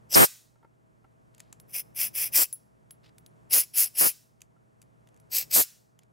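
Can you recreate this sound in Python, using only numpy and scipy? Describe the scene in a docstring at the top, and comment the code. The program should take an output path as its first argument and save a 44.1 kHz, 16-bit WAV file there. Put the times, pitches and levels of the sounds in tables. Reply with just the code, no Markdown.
"""An air gun blows out a small cast carburettor in short blasts, close to the microphone over a workbench.
At low flow the nozzle tube rings; at full flow the jet hisses in the casting and its draught buffets
the microphone. Between blasts the brass tip ticks and pings on the metal; the part knocks in the hand.
The workshop hums, and the recorder's gain control ducks under loud blasts and slowly recovers."""
import sys
import numpy as np
from scipy import signal
from scipy.fft import rfft, irfft, next_fast_len
from scipy.io import wavfile
from scipy.ndimage import uniform_filter1d, map_coordinates

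SR = 44100
rng = np.random.default_rng(int(sys.argv[2]) if len(sys.argv) > 2 else 0)


def master_out(mix):
    """Clip the mix to full scale and print it as 16-bit PCM to the path in sys.argv[1]."""
    frames = np.transpose(np.atleast_2d(mix))
    ceiling = np.clip(frames, -1, 1)
    pcm = np.round(ceiling * 32767).astype(np.int16)
    wavfile.write(sys.argv[1], SR, pcm)


N = 269892

# Trigger pulls. Each row: place aimed at, start and length in seconds, depth from 0 to 1,
# squeeze and release in seconds, relative level of the air spilling round the part in dB.
TRIGGER_PULLS = [("bowl", .089, .193, .88, .114, .04, 10), ("bore", 1.676, .075, .125, .03, .02, -10),
                 ("bore", 1.722, .108, .46, .04, .055, -10), ("bore", 1.939, .165, .56, .075, .075, -7),
                 ("bore", 2.126, .182, .525, .062, .09, -4), ("bore", 2.312, .158, .82, .074, .052, -7),
                 ("passage", 3.493, .169, .83, .061, .082, -4),
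                 ("passage", 3.724, .175, .81, .072, .088, -4),
                 ("passage", 3.932, .203, .89, .095, .068, 0), ("rim", 5.296, .163, .615, .072, .09, 0),
                 ("rim", 5.493, .17, .9, .088, .06, 5)]
# Stereo image of the hisses and scrapes. Each row: frequency in Hz, left-right coherence.
HISS_COHERENCE = [(300, .7), (2500, .96), (8500, .97), (10500, .88), (15000, .82)]


def amp(db):
    return 10 ** (np.asarray(db) / 20)


def unit(x):
    return x / np.sqrt(np.mean(x ** 2) + 1e-20)


def along(points, hz):
    """Read (Hz, value) points on a log axis."""
    f, v = np.transpose(points)
    return np.interp(np.log(hz + 1), np.log(f + 1), v)


def eq(points):
    """A gain curve through (Hz, dB) points."""
    return lambda hz: amp(along(points, hz))


def wobble(rate):
    """A smooth random curve, rate knots a second."""
    return map_coordinates(rng.standard_normal(int(N * rate / SR) + 4), [np.arange(N) * rate / SR])


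def filtered(x, response):
    """Shape x with a frequency response."""
    n = x.shape[-1]
    m = next_fast_len(n + SR // 4)
    return irfft(rfft(x, m) * response(np.fft.rfftfreq(m, 1 / SR)), m)[..., :n]


def noise(gain, coherence=HISS_COHERENCE, size=N):
    """Stereo noise of rms 1 with a given colour and width."""
    def mid_side(hz):
        angle = np.arccos(np.clip(along(coherence, hz), -.995, .995)) / 2
        return gain(hz) * [np.cos(angle), np.sin(angle)]
    mid, side = filtered(rng.standard_normal((2, size)), mid_side)
    return unit(np.array([mid + side, mid - side]))


def bell(hz, centre, width):
    """A bell curve of height 1 around a centre frequency."""
    return 1 / (1 + (2 * (hz - centre) / width) ** 2)


def add(track, start, sound):
    """Lay a sound into a track, start seconds in."""
    part = track[round(start * SR):][:len(sound)]
    part += sound[:len(part)]


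def workshop(rumble_db=-55, hum_boost_db=6, drift_rad=0.45, hiss_db=-76):
    """Mains and a motor hum a little unsteadily over dull room tone and a faint hiss."""
    # Hum tones. Each row: frequency in Hz, relative level in dB.
    hum_tones = [(59.2, -81), (119, -69.2), (156.1, -74.5), (209.9, -78.5), (646.0, -80.5)]
    # Colours of the room tone and the hiss. Each row: frequency in Hz, gain in dB.
    rumble_colour = [(25, -38), (40, -20), (52, -8.5), (68, -9.5), (88, -14.5), (110, -4.5), (170, -7.5),
                     (280, -12.5), (400, -12.5), (650, -16.5), (1050, -19.5), (1700, -26), (3500, -44),
                     (5000, -70)]
    hiss_colour = [(3500, -2), (8000, 0), (12000, -5), (15000, -15)]
    # Stereo image of the room tone. Each row: frequency in Hz, left-right coherence.
    rumble_coherence = [(60, -0.6), (180, -0.37), (550, -0.69), (1650, -0.8), (4970, 0.59), (15000, 0.36)]
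    t = np.arange(N) / SR
    hum = sum(amp(db + hum_boost_db) * np.sqrt(2) * np.sin(2 * np.pi * hz * t + drift_rad * wobble(5.5))
              for hz, db in hum_tones)
    rumble = amp(rumble_db) * noise(eq(rumble_colour), rumble_coherence)
    return hum + rumble + amp(hiss_db) * noise(eq(hiss_colour))


def valve_flow(pull):
    """The finger squeezes and lets go; the valve cracks open, holds a small flow, then opens fully."""
    # Valve response. Each row: trigger depth from 0 to 1, flow in dB.
    opening = [(0, -75), (.135, -50), (.315, -32), (.5, -27), (.72, -13), (.9, -7.5), (1, -6)]
    _, start, length, depth, squeeze, release, _ = pull
    t = np.arange(N) / SR - start
    ease = lambda u: np.sin(np.pi / 2 * np.clip(u, 0, 1))
    travel = depth * ease(t / squeeze) * ease((length - t) / release)
    return (travel > 0) * amp(np.interp(travel, *np.transpose(opening)))


def air_flow(place=None):
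    """Strength of the stream aimed at one place, or at all of them."""
    return sum(valve_flow(pull) for pull in TRIGGER_PULLS if place in (None, pull[0]))


def blasts(place, tube, hiss, contour, knee_db, blend_db=3, sputter_db=2.1, churn_db=1.03, broaden=1.6):
    """A gentle flow sounds the nozzle tube; past the knee it turns into a broad turbulent hiss."""
    stream = air_flow(place)
    jet_share = 1 / (1 + np.exp((knee_db - 20 * np.log10(stream + 1e-6)) / blend_db))
    overtones = lambda hz: sum(amp(db) * bell(hz, centre, broaden * width) ** 2
                               for centre, width, db in tube)
    piping = noise(lambda hz: overtones(hz) + amp(-33) * (hz > 350))  # overtones on a breathy floor
    piping = unit(piping * amp(sputter_db * wobble(260)))  # the half-open valve sputters
    contour_db = lambda hz: sum(db * bell(hz, centre, width) for centre, width, db in contour)
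    jet = noise(lambda hz: amp(along(hiss, hz) + contour_db(hz)))
    jet = unit(jet * amp(churn_db * wobble(400)))
    return stream * (np.sqrt(1 - jet_share) * piping + np.sqrt(jet_share) * jet)


def air_gun():
    """The gun is aimed at the float bowl, the bore, a small passage and the rim."""
    # Nozzle tube overtones, shifted by what lies before its mouth.
    # Each row: frequency in Hz, width in Hz before broadening, relative level in dB.
    tube_bowl = [(600, 400, -13.5), (2780, 1300, -9), (5200, 500, 2), (5900, 550, -1), (7750, 720, -3.5),
                 (10200, 610, -1), (12700, 800, 3.5), (15500, 600, -6.5)]
    tube_bore = [(600, 310, -27), (2476, 830, -9.5), (3380, 300, -21), (5200, 620, -8.5),
                 (6050, 500, -11.5), (7700, 609, -16), (10010, 580, 2), (12100, 600, -1.5),
                 (12950, 600, -0.5), (15380, 560, -4.5)]
    tube_passage = [(620, 340, -21), (2700, 1030, -12), (5250, 1000, -8), (7890, 500, -12.5),
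                    (10440, 940, 0.5), (12800, 610, 1.5), (15120, 800, -19.5)]
    tube_rim = [(620, 340, -24), (2500, 850, -13.5), (5000, 1530, -8), (6600, 600, -13.5), (7900, 400, -5),
                (9300, 500, -13.5), (10600, 500, -16.5), (12440, 880, 0), (15520, 450, -4)]
    # Colour of the jet. Each row: frequency in Hz, gain in dB.
    hiss_bowl = [(100, -22.5), (500, -12.5), (2500, -12), (3800, -7), (5200, -3), (7000, -3.5), (8800, 2.5),
                 (11000, -2), (13000, 3.5), (15000, -2.5), (16000, -9.5)]
    hiss_bore = [(100, -29.5), (600, -27), (1500, -20.5), (2600, -16), (4000, -17.5), (5300, -6),
                 (6600, -12.5), (9000, -12), (10300, -11), (11000, -4.5), (12200, -0.5), (14500, -6.5),
                 (15700, -9.5)]
    hiss_passage = [(100, -42), (600, -32), (1500, -21.5), (2700, -13), (3800, -20.5), (4900, -7),
                    (7000, -9), (9000, -10.5), (10600, 1.5), (11700, -5.5), (14500, 1), (15800, -9.5)]
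    hiss_rim = [(100, -39.5), (600, -26.5), (1500, -33), (2500, -17.5), (3600, -13), (4900, -8),
                (6000, -7.5), (7800, -3), (10000, -5), (12400, 1), (14300, -3.5), (15600, -13.5)]
    # Peaks and dips laid over the hiss. Each row: frequency and width in Hz, gain in dB.
    contour_bowl = [(8700, 440, 3), (10000, 500, 3), (14400, 500, 1.5)]
    contour_bore = [(7550, 530, 9), (11950, 300, 2), (10500, 525, 6), (6450, 400, -4), (3900, 500, -5),
                    (11280, 400, -6), (15350, 500, 5)]
    contour_passage = [(10920, 400, 7), (12750, 900, 4.5), (13900, 400, -4), (15400, 400, 3)]
    contour_rim = [(4950, 300, 2), (12000, 360, 1), (10980, 300, 4), (14700, 400, -4), (15300, 600, 6)]
    return (blasts("bowl", tube_bowl, hiss_bowl, contour_bowl, knee_db=-22)
            + blasts("bore", tube_bore, hiss_bore, contour_bore, knee_db=-21.5)
            + blasts("passage", tube_passage, hiss_passage, contour_passage, knee_db=-22)
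            + blasts("rim", tube_rim, hiss_rim, contour_rim, knee_db=-21))


def spits():
    """The jet spits a short, bright edge tone as it catches the lip of a hole."""
    # Spits. Each row: centre in seconds, half-width in seconds, level in dB.
    bursts = [(0.148, 0.009, -16), (3.537, 0.0097, -22)]
    # Colour of the edge tone. Each row: frequency in Hz, gain in dB.
    colour = [(2500, -24.5), (4400, -9.5), (5300, 1), (6300, -8), (9000, -22.5)]
    t = np.arange(N) / SR
    level = sum(amp(db) * np.exp(-((t - centre) / width) ** 2) for centre, width, db in bursts)
    return level * noise(eq(colour))


def draught(edge_s=0.0036, lumps_db=0.9, low_cut_hz=330, heavy_db=-10):
    """Deflected air sweeps the microphone ports and pushes them in opposite phase."""
    # Gusts. Each row: start in seconds, end in seconds, level against the air flow in dB.
    gusts = [(0.156, 0.25, 7), (2.382, 2.432, -10.5), (3.545, 3.592, -12), (3.784, 3.841, -22.5),
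             (4.007, 4.077, -4.5), (5.558, 5.619, -4)]
    # Colour of the buffeting. Each row: frequency in Hz, gain in dB.
    colour = [(25, -18), (100, -2.5), (350, 1), (1200, -3.5), (2100, -10), (3300, -19), (5000, -30.5),
              (9000, -50)]
    t = np.arange(N) / SR
    gate = lambda start, end: (np.tanh((t - start) / edge_s) - np.tanh((t - end) / edge_s)) / 2
    push = air_flow() * sum(amp(db) * gate(start, end) for start, end, db in gusts)
    eddies = noise(eq(colour), coherence=[(100, -0.93), (1200, -0.93), (3000, -0.64)])
    eddies = unit(np.tanh(eddies * amp(lumps_db * wobble(170)) / 2))
    small_eddies = filtered(eddies, lambda hz: hz ** 2 / (hz ** 2 + low_cut_hz ** 2))
    heavy = push / (push + amp(heavy_db))  # only a strong draught carries large, low eddies
    return push * (heavy * eddies + (1 - heavy) * small_eddies)


def strike(modes, colour, crack_db, crack_t60, scatter_db, attack_s):
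    """One contact of peak 1: a brief crack, and the modes rung at random strengths."""
    t = np.arange(SR // 4) / SR
    ring = sum(amp(db + rng.normal(0, scatter_db) - 60 * t / t60)
               * np.sin(2 * np.pi * (hz * t + rng.random())) for hz, db, t60 in modes)
    crack = unit(filtered(rng.standard_normal(len(t)), eq(colour)))
    hit = (ring + crack * amp(crack_db - 60 * t / crack_t60)) * (1 - np.exp(-t / attack_s))
    return hit / np.abs(hit).max()


def knocks():
    """The part knocks softly as it is turned in the hand."""
    # Knocks. Each row: start in seconds, relative peak in dB.
    hits = [(0.556, -49), (0.628, -43), (0.645, -41), (1.042, -44.5), (4.563, -53)]
    # Modes of the held casting. Each row: frequency in Hz, level in dB, T60 in seconds.
    modes = [(790, -6, .04), (910, 4, .04), (1355, 3, 0.048), (2160, -15, 0.058)]
    # Colour of the thud. Each row: frequency in Hz, gain in dB.
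    thud = [(300, 6), (1400, -2), (3000, -16), (6000, -30)]
    track = np.zeros(N)
    for start, db in hits:
        knock = strike(modes, thud, crack_db=4, crack_t60=0.035, scatter_db=5.5, attack_s=0.0028)
        add(track, start, amp(db + 1) * knock)
    return track


def scrapes(grit_db=4):
    """Fingers and tip slide on the metal, catching and slipping in uneven grains."""
    # Slides. Each row: start in seconds, end in seconds, level in dB.
    slides = [(1.339, 1.521, -70), (2.915, 2.954, -68), (3.031, 3.1, -58.5), (6.014, 6.042, -63)]
    # Colour of the friction. Each row: frequency in Hz, gain in dB.
    colour = [(800, -10), (1900, -1), (3000, -0.5), (4900, -0.5), (6200, -11.5), (15000, -23)]
    t = np.arange(N) / SR
    arch = lambda start, end: np.sqrt(np.clip(4 * (t - start) * (end - t) / (end - start) ** 2, 0, 1))
    level = sum(amp(db) * arch(start, end) for start, end, db in slides)
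    return level * unit(amp(grit_db * wobble(300)) * noise(eq(colour)))


def ticks(rise_s=0.0015, ring_db=-21, ring_t60=0.12):
    """The tip skids on the casting: a few milliseconds of grit, damped at once by the hand."""
    # Skids. Each row: start in seconds, peak in dB.
    skids = [(1.3468, -41), (1.38, -42), (1.3948, -42), (1.4018, -28), (1.5264, -30), (4.4055, -40),
             (4.417, -27.5), (4.825, -45), (5.0722, -46), (5.0875, -48), (5.1427, -53), (5.163, -51),
             (5.173, -54), (5.9898, -37), (6.0327, -45.5)]
    # Colour of the casting. Each row: frequency in Hz, gain in dB.
    colour = [(350, -20), (600, -7), (1130, -8), (2950, -1.5), (3630, -5.5), (5480, -8), (6030, -1.5),
              (7310, 2.5), (8620, -6.5), (10900, -3.5), (12200, -16), (13600, -7), (16000, -21)]
    track, t = np.zeros(N), np.arange(SR // 10) / SR
    envelope = (t / rise_s) ** 2 * np.exp(2 - 2 * t / rise_s) + amp(ring_db - 60 * t / ring_t60)
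    for start, db in skids:
        grit = envelope * filtered(rng.standard_normal(len(t)), eq(colour))
        add(track, start, amp(db) * grit / np.abs(grit).max())
    return track


def pings():
    """The brass tip taps the casting and rings."""
    # Taps. Each row: start in seconds, peak in dB, relative strength of the crack in dB.
    taps = [(1.5996, -37, 10.5), (2.5274, -14.5, -16), (2.9078, -30.5, 6), (3.1825, -38, 11),
            (3.2624, -37, 15), (4.817, -36.5, 16), (5.199, -47.5, 16)]
    # Modes of the tip. Each row: frequency in Hz, level in dB, T60 in seconds.
    modes = [(8760, -15, 0.085), (9356, -10, 0.056), (10000, -16, 0.077), (10100, -13, 0.12),
             (10470, -12, 0.066), (11060, 3, 0.077), (13000, -9, 0.077), (14740, -19, 0.094),
             (16200, -10.5, 0.078), (15670, -19.5, 0.092)]
    # Colour of the crack. Each row: frequency in Hz, gain in dB.
    crack = [(300, -20), (1500, -8.5), (3000, -2), (7500, 0), (11000, -0.5), (16000, -11)]
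    track = np.zeros(N)
    for start, db, crack_db in taps:
        ping = strike(modes, crack, crack_db + 2, crack_t60=0.013, scatter_db=4.5, attack_s=.0003)
        add(track, start, amp(db) * ping)
    return track


def bench(x, echo_db=-19, count=6):
    """Bench top and hands return weak, early copies that ripple the spectrum."""
    delays_s = rng.uniform(.001, .012, count)
    return x + amp(echo_db) * sum(np.pad(x, ((0, 0), (round(d * SR), 0)))[:, :N] for d in delays_s)


def microphone_ports(x):
    """The left port hears the treble louder and earlier."""
    # Balance. Each row: frequency in Hz, left over right in dB.
    balance = [(4000, -0.5), (8000, 0.3), (11000, 2), (15000, 3.5)]
    # Phase lead of the left port. Each row: frequency in Hz, lead in radians.
    lead = [(8000, 0), (10500, 0.13), (15000, 0.33)]
    lean = lambda hz: amp(along(balance, hz) / 2) * np.exp(.5j * along(lead, hz))
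    return filtered(x, lambda hz: np.array([lean(hz), 1 / lean(hz)]))


def spill():
    """Air spilling round the part hisses evenly towards the walls, less coloured than the blast."""
    level = sum(amp(pull[-1]) * valve_flow(pull) for pull in TRIGGER_PULLS)
    return level * noise(lambda hz: hz / (hz + 3000))


def room(x):
    """The workshop walls answer with a tail in which each frequency dies at its own speed."""
    # Decay of the tail. Each row: frequency in Hz, T60 in seconds.
    decay = [(200, 0.35), (2000, 0.44), (5500, .44), (10000, .39), (15000, .35)]
    # Colour of the tail. Each row: frequency in Hz, gain in dB.
    colour = [(200, -4), (1500, -0.5), (3200, -3), (5000, 0.5), (7500, 0), (10500, -2), (13000, -2),
              (15000, -0.5)]
    # Stereo image of the tail. Each row: frequency in Hz, left-right coherence.
    coherence = [(300, -.5), (1400, .3), (3000, .95), (7000, .93), (10000, .6), (15000, .3)]
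    hz, t, bands = signal.stft(noise(eq(colour), coherence, size=SR * 2 // 3), SR, nperseg=256)
    tail = signal.istft(bands * amp(-60 * t / along(decay, hz)[:, None]), SR, nperseg=256)[1]
    return signal.fftconvolve(x.mean(0)[None], tail / np.linalg.norm(tail[0]), axes=1)[:, :N]


def scene(room_db=-29, spill_db=3):
    """Gun and part up close, with the workshop around them."""
    air = bench(air_gun() + spits())
    metal = pings() + knocks() + ticks() + scrapes()
    reverb = amp(room_db) * room(air + metal + amp(spill_db) * spill())
    return microphone_ports(air + metal) + reverb + draught() + workshop()


def record(dry, ceiling_db=-18.5, recovery_db_per_s=5.4, rest_cut_db=3.5, sense_s=.013, attack_s=.006):
    """Gain control ducks under a loud blast and creeps back, so the room tone swells in the gaps."""
    power = np.abs(uniform_filter1d(dry.mean(0) ** 2, int(sense_s * SR)))
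    excess_db = np.maximum(10 * np.log10(power + 1e-12) - ceiling_db, 0)
    regained_db = recovery_db_per_s * np.arange(N) / SR
    cut_db = np.maximum.accumulate(np.maximum(excess_db + regained_db, rest_cut_db)) - regained_db
    pole = np.exp(-1 / (attack_s * SR))
    cut_db = rest_cut_db + signal.lfilter([1 - pole], [1, -pole], cut_db - rest_cut_db)
    band_limit = lambda hz: np.clip((15850 - hz) / 200 + .5, 0, 1)
    return filtered(dry * amp(-cut_db), band_limit)


dry = scene()
out = record(dry)
master_out(out)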